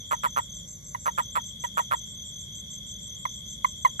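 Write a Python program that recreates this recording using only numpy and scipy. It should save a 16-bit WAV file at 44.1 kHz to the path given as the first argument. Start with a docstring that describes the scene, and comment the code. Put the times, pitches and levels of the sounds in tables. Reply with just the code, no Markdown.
"""A hand-held toad gives release calls close to a stereo microphone, on a lawn at night.
Its vibrating vocal cords make short falling squeaks, often led by four quick pulses of the larynx.
Crickets sing by stridulation, sweeping a scraper over a file: a tree cricket trills and two others chirp.
Ground and plants scatter the sound, and more insects sing far off over a low rumble and faint hums."""
import sys
import numpy as np
from scipy import signal
from scipy.fft import rfft, irfft
from scipy.io import wavfile
from scipy.ndimage import uniform_filter1d

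SR = 44100
rng = np.random.default_rng(int(sys.argv[2]) if len(sys.argv) > 2 else 0)


def wav_record(signal):
    """Record a signal, one row per channel, as 16-bit PCM in the file named by sys.argv[1]."""
    frames = np.transpose(np.atleast_2d(signal))
    bounded = np.clip(frames, -1, 1)
    # unit amplitude maps onto the largest positive 16-bit level
    quanta = np.round(bounded * 32767).astype(np.int16)
    wavfile.write(sys.argv[1], SR, quanta)


N = 176400

# Lone squeaks: (start [s], fade time [s], level [dB], pitch [Hz], rise [s], overtone gain [dB], sag [ratio])
SQUEAKS = [(0.9465, 0.015, -21.5, 1017, 0.0018, 0, .11), (1.638, .021, -10.5, 990, 0.026, 1, 0.052),
           (3.2525, .012, -17, 1084, 0.0017, 0, 0.2), (3.645, 0.013, -9.5, 1074, 0.0019, -0.5, 0.14),
           (3.8485, 0.023, -8, 1056, 0.0013, -2, 0.15)]
# Pulsed calls: (first peak [s], pulse spacing [s], level [dB], squeak fade time [s])
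PULSED_CALLS = [(0.113, 0.0064, -15.5, 0.018), (0.237, 0.007, -14, 0.015), (0.3652, 0.0073, -14.5, 0.015),
                (1.06, 0.0066, -15, 0.019), (1.1801, 0.0058, -15.5, 0.016), (1.3562, 0.0061, -15.5, 0.018),
                (1.7744, .0062, -14, 0.02), (1.914, 0.0073, -14, 0.015), (3.9982, 0.015, -10.5, 0.013)]
# The four pulses of a call: (relative level [dB])
PULSE_LEVELS = [-2, 2.5, 2.5, 1.5]
# Spectrum of the rasp: (frequency [Hz], relative level [dB])
RASP_SPECTRUM = [(300, -21), (600, 5.5), (1500, 6.5), (3000, -9), (4000, -11), (5000, -17), (8000, -13),
                 (12000, -9.5), (15000, -35.5)]
# The toad in the left channel against the right: (frequency [Hz], level difference [dB])
TOAD_LEFT_GAIN = [(500, 0), (1000, -2.9), (1400, -4), (2000, -7), (3500, -2), (10000, 0)]
# The toad's phase lead in the left channel: (frequency [Hz], phase [rad])
TOAD_LEFT_PHASE = [(500, -2.4), (1000, -2.1), (1400, -2.6), (2000, -5.1), (4000, -6.2), (8000, -5),
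                   (12000, -6.1)]
def toad():
    """Source and filter: pulses, squeaks and rasp pass through the throat; the grass reflects little."""
    notes = [(start, squeak(*row)) for start, *row in SQUEAKS]
    for start, gap, db, fade_s in PULSED_CALLS:
        for k, pulse_db in enumerate(PULSE_LEVELS):
            peak = start + k * gap
            tone, rasp = pulse(db + pulse_db)
            notes.append((peak - len(tone) / 2 / SR, (tone, rasp)))
        ending = squeak(fade_s, db - 2.5, hz=986, rise_s=.00067, overtones_db=-4, sag=.08)
        notes.append((peak + .00286, ending))
    tones, rasp_envelope = np.zeros((2, N))
    for start, (tone, rasp) in notes:
        add(tones, start, tone)
        add(rasp_envelope, start, rasp)
    voice = throat_and_body(tones + rasp_envelope * noise(RASP_SPECTRUM))
    direct = stereo(voice, on_bins(TOAD_LEFT_GAIN), on_bins(TOAD_LEFT_PHASE))
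    return direct + scatter(voice, wet_db=-28, t60=.11)


def squeak(fade_s, db, hz, rise_s, overtones_db, sag):
    """A decaying oscillation of falling pitch; returns the tone and the envelope of its rasp."""
    t = np.arange(0, 2.6 * fade_s, 1 / SR)
    envelope = amp(db - 18 * (t / fade_s) ** 2.8) * np.minimum(t / rise_s, 1)
    pitch = hz * (1 - sag * np.minimum(t / fade_s, .85) ** 1.41)
    rasp = amp(-27 + .5 * db - 14 * t / fade_s) * np.minimum(t / .00033, 1)
    return envelope * larynx(pitch, overtones_db), rasp


def pulse(db, peak_hz=1146.5, rise_s=.0015, fall_s=.0012):
    """A transient: one puff through the larynx, snapping at its peak; returns tone and rasp envelope."""
    t = np.arange(-SR // 200, SR // 200) / SR
    envelope = amp(db) * np.exp(np.minimum(t / rise_s, -t / fall_s))
    pitch = peak_hz * np.exp(-125 * t) * (1 + .019 * rng.standard_normal())
    snap = amp(db - 7) * np.exp(-abs(t) / .00013) * np.tanh(t / .00006)
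    return envelope * larynx(pitch, overtones_db=-13) + snap, envelope * amp(-13)


# Partials of the vocal cords: (harmonic number, relative level [dB])
HARMONICS = [(1, 0), (2, -10.5), (3, -29), (4, -29.5)]
def larynx(hz, overtones_db):
    """Periodic vibration of the cords gives a harmonic series with a strong fundamental."""
    phase = 2 * np.pi * np.cumsum(hz) / SR
    return sum(amp(db + overtones_db * (k > 1)) * np.sin(k * phase) for k, db in HARMONICS)


# Response of throat and mouth: (frequency [Hz], gain [dB])
THROAT_RESPONSE = [(300, 0), (600, 5.5), (760, -1.5), (1000, -1), (1350, 3), (1650, 2), (2100, 1.5),
                   (2600, -1), (5500, -6), (11500, -2), (15000, 6)]
def throat_and_body(source, ring_hz=1010, t60=.06, ring_db=-15):
    """Resonance: throat and mouth colour the voice, and the body rings as one damped mode."""
    voice = stereo(source, on_bins(THROAT_RESPONSE), lead=0)[0]  # the left channel serves as a filter
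    radius = np.exp(-np.log(1000) / (t60 * SR))
    pole = radius * np.exp(2j * np.pi * ring_hz / SR)
    return voice + amp(ring_db) * 2 * signal.lfilter([1 - radius], [1, -pole], voice).real


# Pace of the tree cricket's wings: (time [s], stroke rate [Hz])
TRILL_RATE = [(0, 29), (1.1, 29), (1.6, 29), (3.2, 28.5), (4, 29)]
# Envelope of the trill, with one pause: (time [s], level [dB])
TRILL_LEVEL = [(0, -41.5), (.635, -43.5), (.66, -60), (1.05, -58), (1.062, -50), (1.13, -45), (1.18, -41),
               (2.4, -41), (4, -41)]
# Diffuse sound around the trill: (frequency [Hz], relative level [dB])
HALO_SPECTRUM = [(2600, -34.5), (3000, -12.5), (3250, 5), (3500, 3), (3800, -3.5), (4200, -38.5),
                 (5000, -57)]
def tree_cricket():
    """Interference: the falling, fluttering strokes of a trill beat against their own echoes."""
    cycles = np.cumsum(on_samples(TRILL_RATE)) / SR
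    level = amp(on_samples(TRILL_LEVEL))
    flutter = 1 + .48 * np.cos(6 * np.pi * cycles + 1.65 * drift(20))  # three swells a stroke
    trill = level * unit(flutter * wings(cycles))
    delayed = np.zeros(N)
    add(delayed, .009, trill)
    halo = level * amp(-14) * np.array([noise(HALO_SPECTRUM), noise(HALO_SPECTRUM)])
    direct = amp(-6) * stereo(trill, left_db=1.5, lead=2.6)
    echo = amp(-9) * stereo(delayed, left_db=1.5, lead=-.8)
    return direct + echo + scatter(trill, wet_db=-9, t60=.12) + halo


def wings(cycles, hz=3368, fall_hz=200, duty=.9, waver_hz=29.8):
    """Continuous stridulation: each wing stroke swells and fades as its pitch falls."""
    progress = np.minimum(cycles % 1 / duty, 1)
    pitch = hz + fall_hz * (.5 - progress) + waver_hz * drift(260)
    return np.sqrt(np.sin(np.pi * progress) + 1e-9) * np.sin(2 * np.pi * np.cumsum(pitch) / SR)


# Chirps of the near cricket: (middle of first stroke [s])
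CHIRP_TIMES = [-.06, .125, .309, .502, .69, .872, 1.049, 1.238, 1.42, 1.605, 1.787, 1.971, 2.155, 2.343,
               2.531, 2.714, 2.895, 3.081, 3.274, 3.463, 3.645, 3.83]
# The four strokes of a chirp: (level [dB])
STROKE_LEVELS = [-41, -38.5, -39, -39]
def near_cricket(spacing_s=.0236, stroke_s=.021):
    """Pulsed stridulation: four wing strokes in quick succession make each chirp."""
    chirps = np.zeros(N)
    for time in CHIRP_TIMES:
        for k, db in enumerate(STROKE_LEVELS):
            add(chirps, time + k * spacing_s - stroke_s / 2, stroke(stroke_s, db))
    return stereo(chirps, left_db=2, lead=-.59) + scatter(chirps, wet_db=-10, t60=.13)


def stroke(length_s, db, hz=6215, fall_hz=93, waver_rad=.66, octave_db=-23):
    """Forced vibration: one slightly uneven sweep of scraper over file gives a tone and its octave."""
    progress = np.arange(0, 1, 1 / (length_s * SR))
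    jitter = rng.standard_normal(N // 100)
    waver = waver_rad * unit(uniform_filter1d(uniform_filter1d(jitter, 120), 120))
    pitch = hz * (1 + .0053 * rng.standard_normal()) + fall_hz * (.5 - progress)
    phase = 2 * np.pi * (np.cumsum(pitch) / SR + rng.random()) + np.resize(waver, len(progress))
    envelope = amp(db + rng.standard_normal()) * np.sin(np.pi * progress)
    return envelope * (np.sin(phase) + amp(octave_db) * np.sin(2 * phase))


# Buzzes of the small ground cricket: (time [s])
BUZZ_TIMES = [0.093, 0.225, 0.384, 0.542, 0.678, .845, 1, 1.177, 1.329, 1.46, 1.612, 1.772, 1.94, 2.093,
              2.254, 2.394, 2.555, 2.706, 2.867, 3.025, 3.188, 3.35, 3.499, 3.668, 3.82, 3.981]
def ground_cricket(hz=7587, stroke_hz=106, buzz_s=.065, db=-46):
    """Modulation: very fast strokes vary the amplitude and phase of one thin tone, so it buzzes."""
    buzzes, t = np.zeros(N), np.arange(0, buzz_s, 1 / SR)
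    gate = np.clip(np.minimum(t / .001, (buzz_s - t) / .0082), 0, 1)
    throb = np.sin(2 * np.pi * stroke_hz * t)
    for time in BUZZ_TIMES:
        phase = 2 * np.pi * (hz + 12 * rng.standard_normal()) * t + .74 * throb
        envelope = amp(db + rng.standard_normal()) * gate * (1 + .61 * throb)
        add(buzzes, time - .002, envelope * np.sin(phase))
    return stereo(buzzes, left_db=.2, lead=.51) + scatter(buzzes, wet_db=-16, t60=.04)


# Far crickets: (pitch [Hz], spread [Hz], chirp rate [Hz], duty [ratio], stroke rate [Hz], level [dB])
FAR_CRICKETS = [(6100, 360, 4.8, 0.69, 46, -56), (7200, 270, 6.5, 0.38, 92, -56),
                (6400, 630, 5.9, 1, 210, -61)]
# High insect sizzle: (frequency [Hz], relative level [dB])
SIZZLE_SPECTRUM = [(8500, -96), (9900, -91), (10400, -4), (11200, 8.5), (12500, -1.5), (13500, -7.5),
                   (15000, -48)]
def far_insects(sizzle_db=-62.5, throb_hz=36):
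    """Reverberation blurs distant crickets, each chirping at its own pace, under a high sizzle."""
    t, chorus = np.arange(N) / SR, np.zeros(N)
    for hz, spread_hz, chirp_hz, duty, stroke_hz, db in FAR_CRICKETS:
        cycle = (chirp_hz * t + .5 + .11 * drift(6)) % 1
        gate = uniform_filter1d((cycle < duty) * 1., 400)
        strokes = 1 + .51 * np.sin(2 * np.pi * (stroke_hz * t + .31 * drift(9)))
        chorus += amp(db) * unit(gate * strokes * narrow_band(hz, spread_hz))
    sizzle = amp(sizzle_db) * noise(SIZZLE_SPECTRUM)
    sizzle *= 1 + .13 * np.sin(2 * np.pi * (throb_hz * t + .26 * drift(2.3)))
    crickets = stereo(chorus, left_db=-1, lead=-1.48) + scatter(chorus, wet_db=1, t60=.22)
    return crickets + stereo(sizzle, left_db=0, lead=-1.63)


# Distant rumble: (frequency [Hz], relative level [dB])
RUMBLE_SPECTRUM = [(20, -24), (35, -32), (52, 2.5), (80, -0.5), (160, 0), (210, -3.5), (270, -16),
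                   (420, -22.5), (580, -17), (750, -48), (1500, -65.5)]
# Hush of the far chorus: (frequency [Hz], relative level [dB])
HUSH_SPECTRUM = [(300, 2), (800, 3), (1100, -2.5), (1500, 2), (1850, -1), (2150, 13), (2600, -24),
                 (3500, 17), (4100, -1.5), (4700, 4.5), (5300, -11.5), (6300, 0), (7700, 10), (8500, -3),
                 (13000, -100), (15000, -25.5)]
# Likeness of the two channels: (frequency [Hz], coherence [ratio])
COHERENCE = [(40, 0.99), (120, 0.87), (250, 0.75), (600, 0), (3000, 0), (7000, .6), (11000, 0)]
def night_air(rumble_db=-48, hush_db=-59):
    """Partial coherence: rumble and hush reach both channels, most alike at the lowest frequencies."""
    left, independent = [amp(rumble_db) * noise(RUMBLE_SPECTRUM) + amp(hush_db) * noise(HUSH_SPECTRUM)
                         for _ in range(2)]
    shared = on_bins(COHERENCE)
    right = irfft(shared * rfft(left) + np.sqrt(1 - shared ** 2) * rfft(independent), N)
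    return np.array([left, right])


# Faint far hums: (frequency [Hz], spread [Hz], level [dB])
HUMS = [(603, 30.6, -76.5), (1113, 30, -79)]
def far_hums():
    """Noise confined to a narrow band is heard as a wavering hum."""
    return sum(amp(db) * unit(narrow_band(hz, spread_hz)) for hz, spread_hz, db in HUMS)


def scatter(x, wet_db, t60):
    """Scattering: ground and plants return sparse, decaying echoes, different in each channel."""
    t = np.arange(SR // 2) / SR
    taps = rng.standard_normal((2, len(t))) * (rng.random((2, len(t))) < .05)
    responses = taps * (t > .002) * amp(-60 * t / t60)
    return amp(wet_db) * x.std() * np.array([unit(signal.fftconvolve(x, h)[:N]) for h in responses])


def stereo(x, left_db, lead):
    """Directional hearing: the left channel differs from the right in level [dB] and phase lead [rad]."""
    response = amp(left_db) * np.exp(1j * lead) * np.ones(N // 2 + 1)
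    kernel = np.roll(irfft(response, N), 256)[:513] * np.hanning(513)
    return np.array([signal.oaconvolve(x, kernel, "same"), x])


def narrow_band(hz, spread_hz):
    """Random modulation spreads a tone into a narrow band."""
    t = np.arange(N) / SR
    return ((drift(spread_hz) + 1j * drift(spread_hz)) * np.exp(2j * np.pi * hz * t)).real


def noise(spectrum):
    """White noise filtered to a spectrum, at rms 1."""
    return unit(irfft(rfft(rng.standard_normal(N)) * amp(on_bins(spectrum)), N))


def drift(hz):
    """Low-pass noise: a random fluctuation of rms 1."""
    low_pass = np.exp(-(np.fft.rfftfreq(N, 1 / SR) / hz) ** 2)
    return unit(irfft(rfft(rng.standard_normal(N)) * low_pass, N))


def on_bins(points):
    """Interpolation of a table over log frequency."""
    hz, values = np.transpose(points)
    return np.interp(np.log(np.fft.rfftfreq(N, 1 / SR) + 1), np.log(hz), values)


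def on_samples(points):
    """Interpolation of a table over time."""
    return np.interp(np.arange(N) / SR, *np.transpose(points))


def amp(db):
    """Decibels to amplitude ratio."""
    return 10 ** (np.asarray(db) / 20)


def unit(x):
    """Normalisation to rms 1."""
    return x / np.sqrt(np.mean(x ** 2) + 1e-20)


def add(mix, start_s, sound):
    """Superposes a sound on the mix at a given time."""
    i = round(start_s * SR)
    sound = sound[max(-i, 0):]
    part = mix[max(i, 0):][:len(sound)]
    part += sound[:len(part)]


def scene():
    """Superposition: the toad in front of the insects and the night air."""
    foreground = toad() + tree_cricket() + near_cricket() + ground_cricket()
    return foreground + far_insects() + night_air() + far_hums()


def record(dry):
    """Band limiting: a low-pass filter removes the highest treble."""
    low_pass = signal.firwin(127, cutoff=14400, window=("kaiser", 8), fs=SR)
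    return signal.oaconvolve(dry, low_pass[None], "same")


dry = scene()
out = record(dry)
wav_record(out)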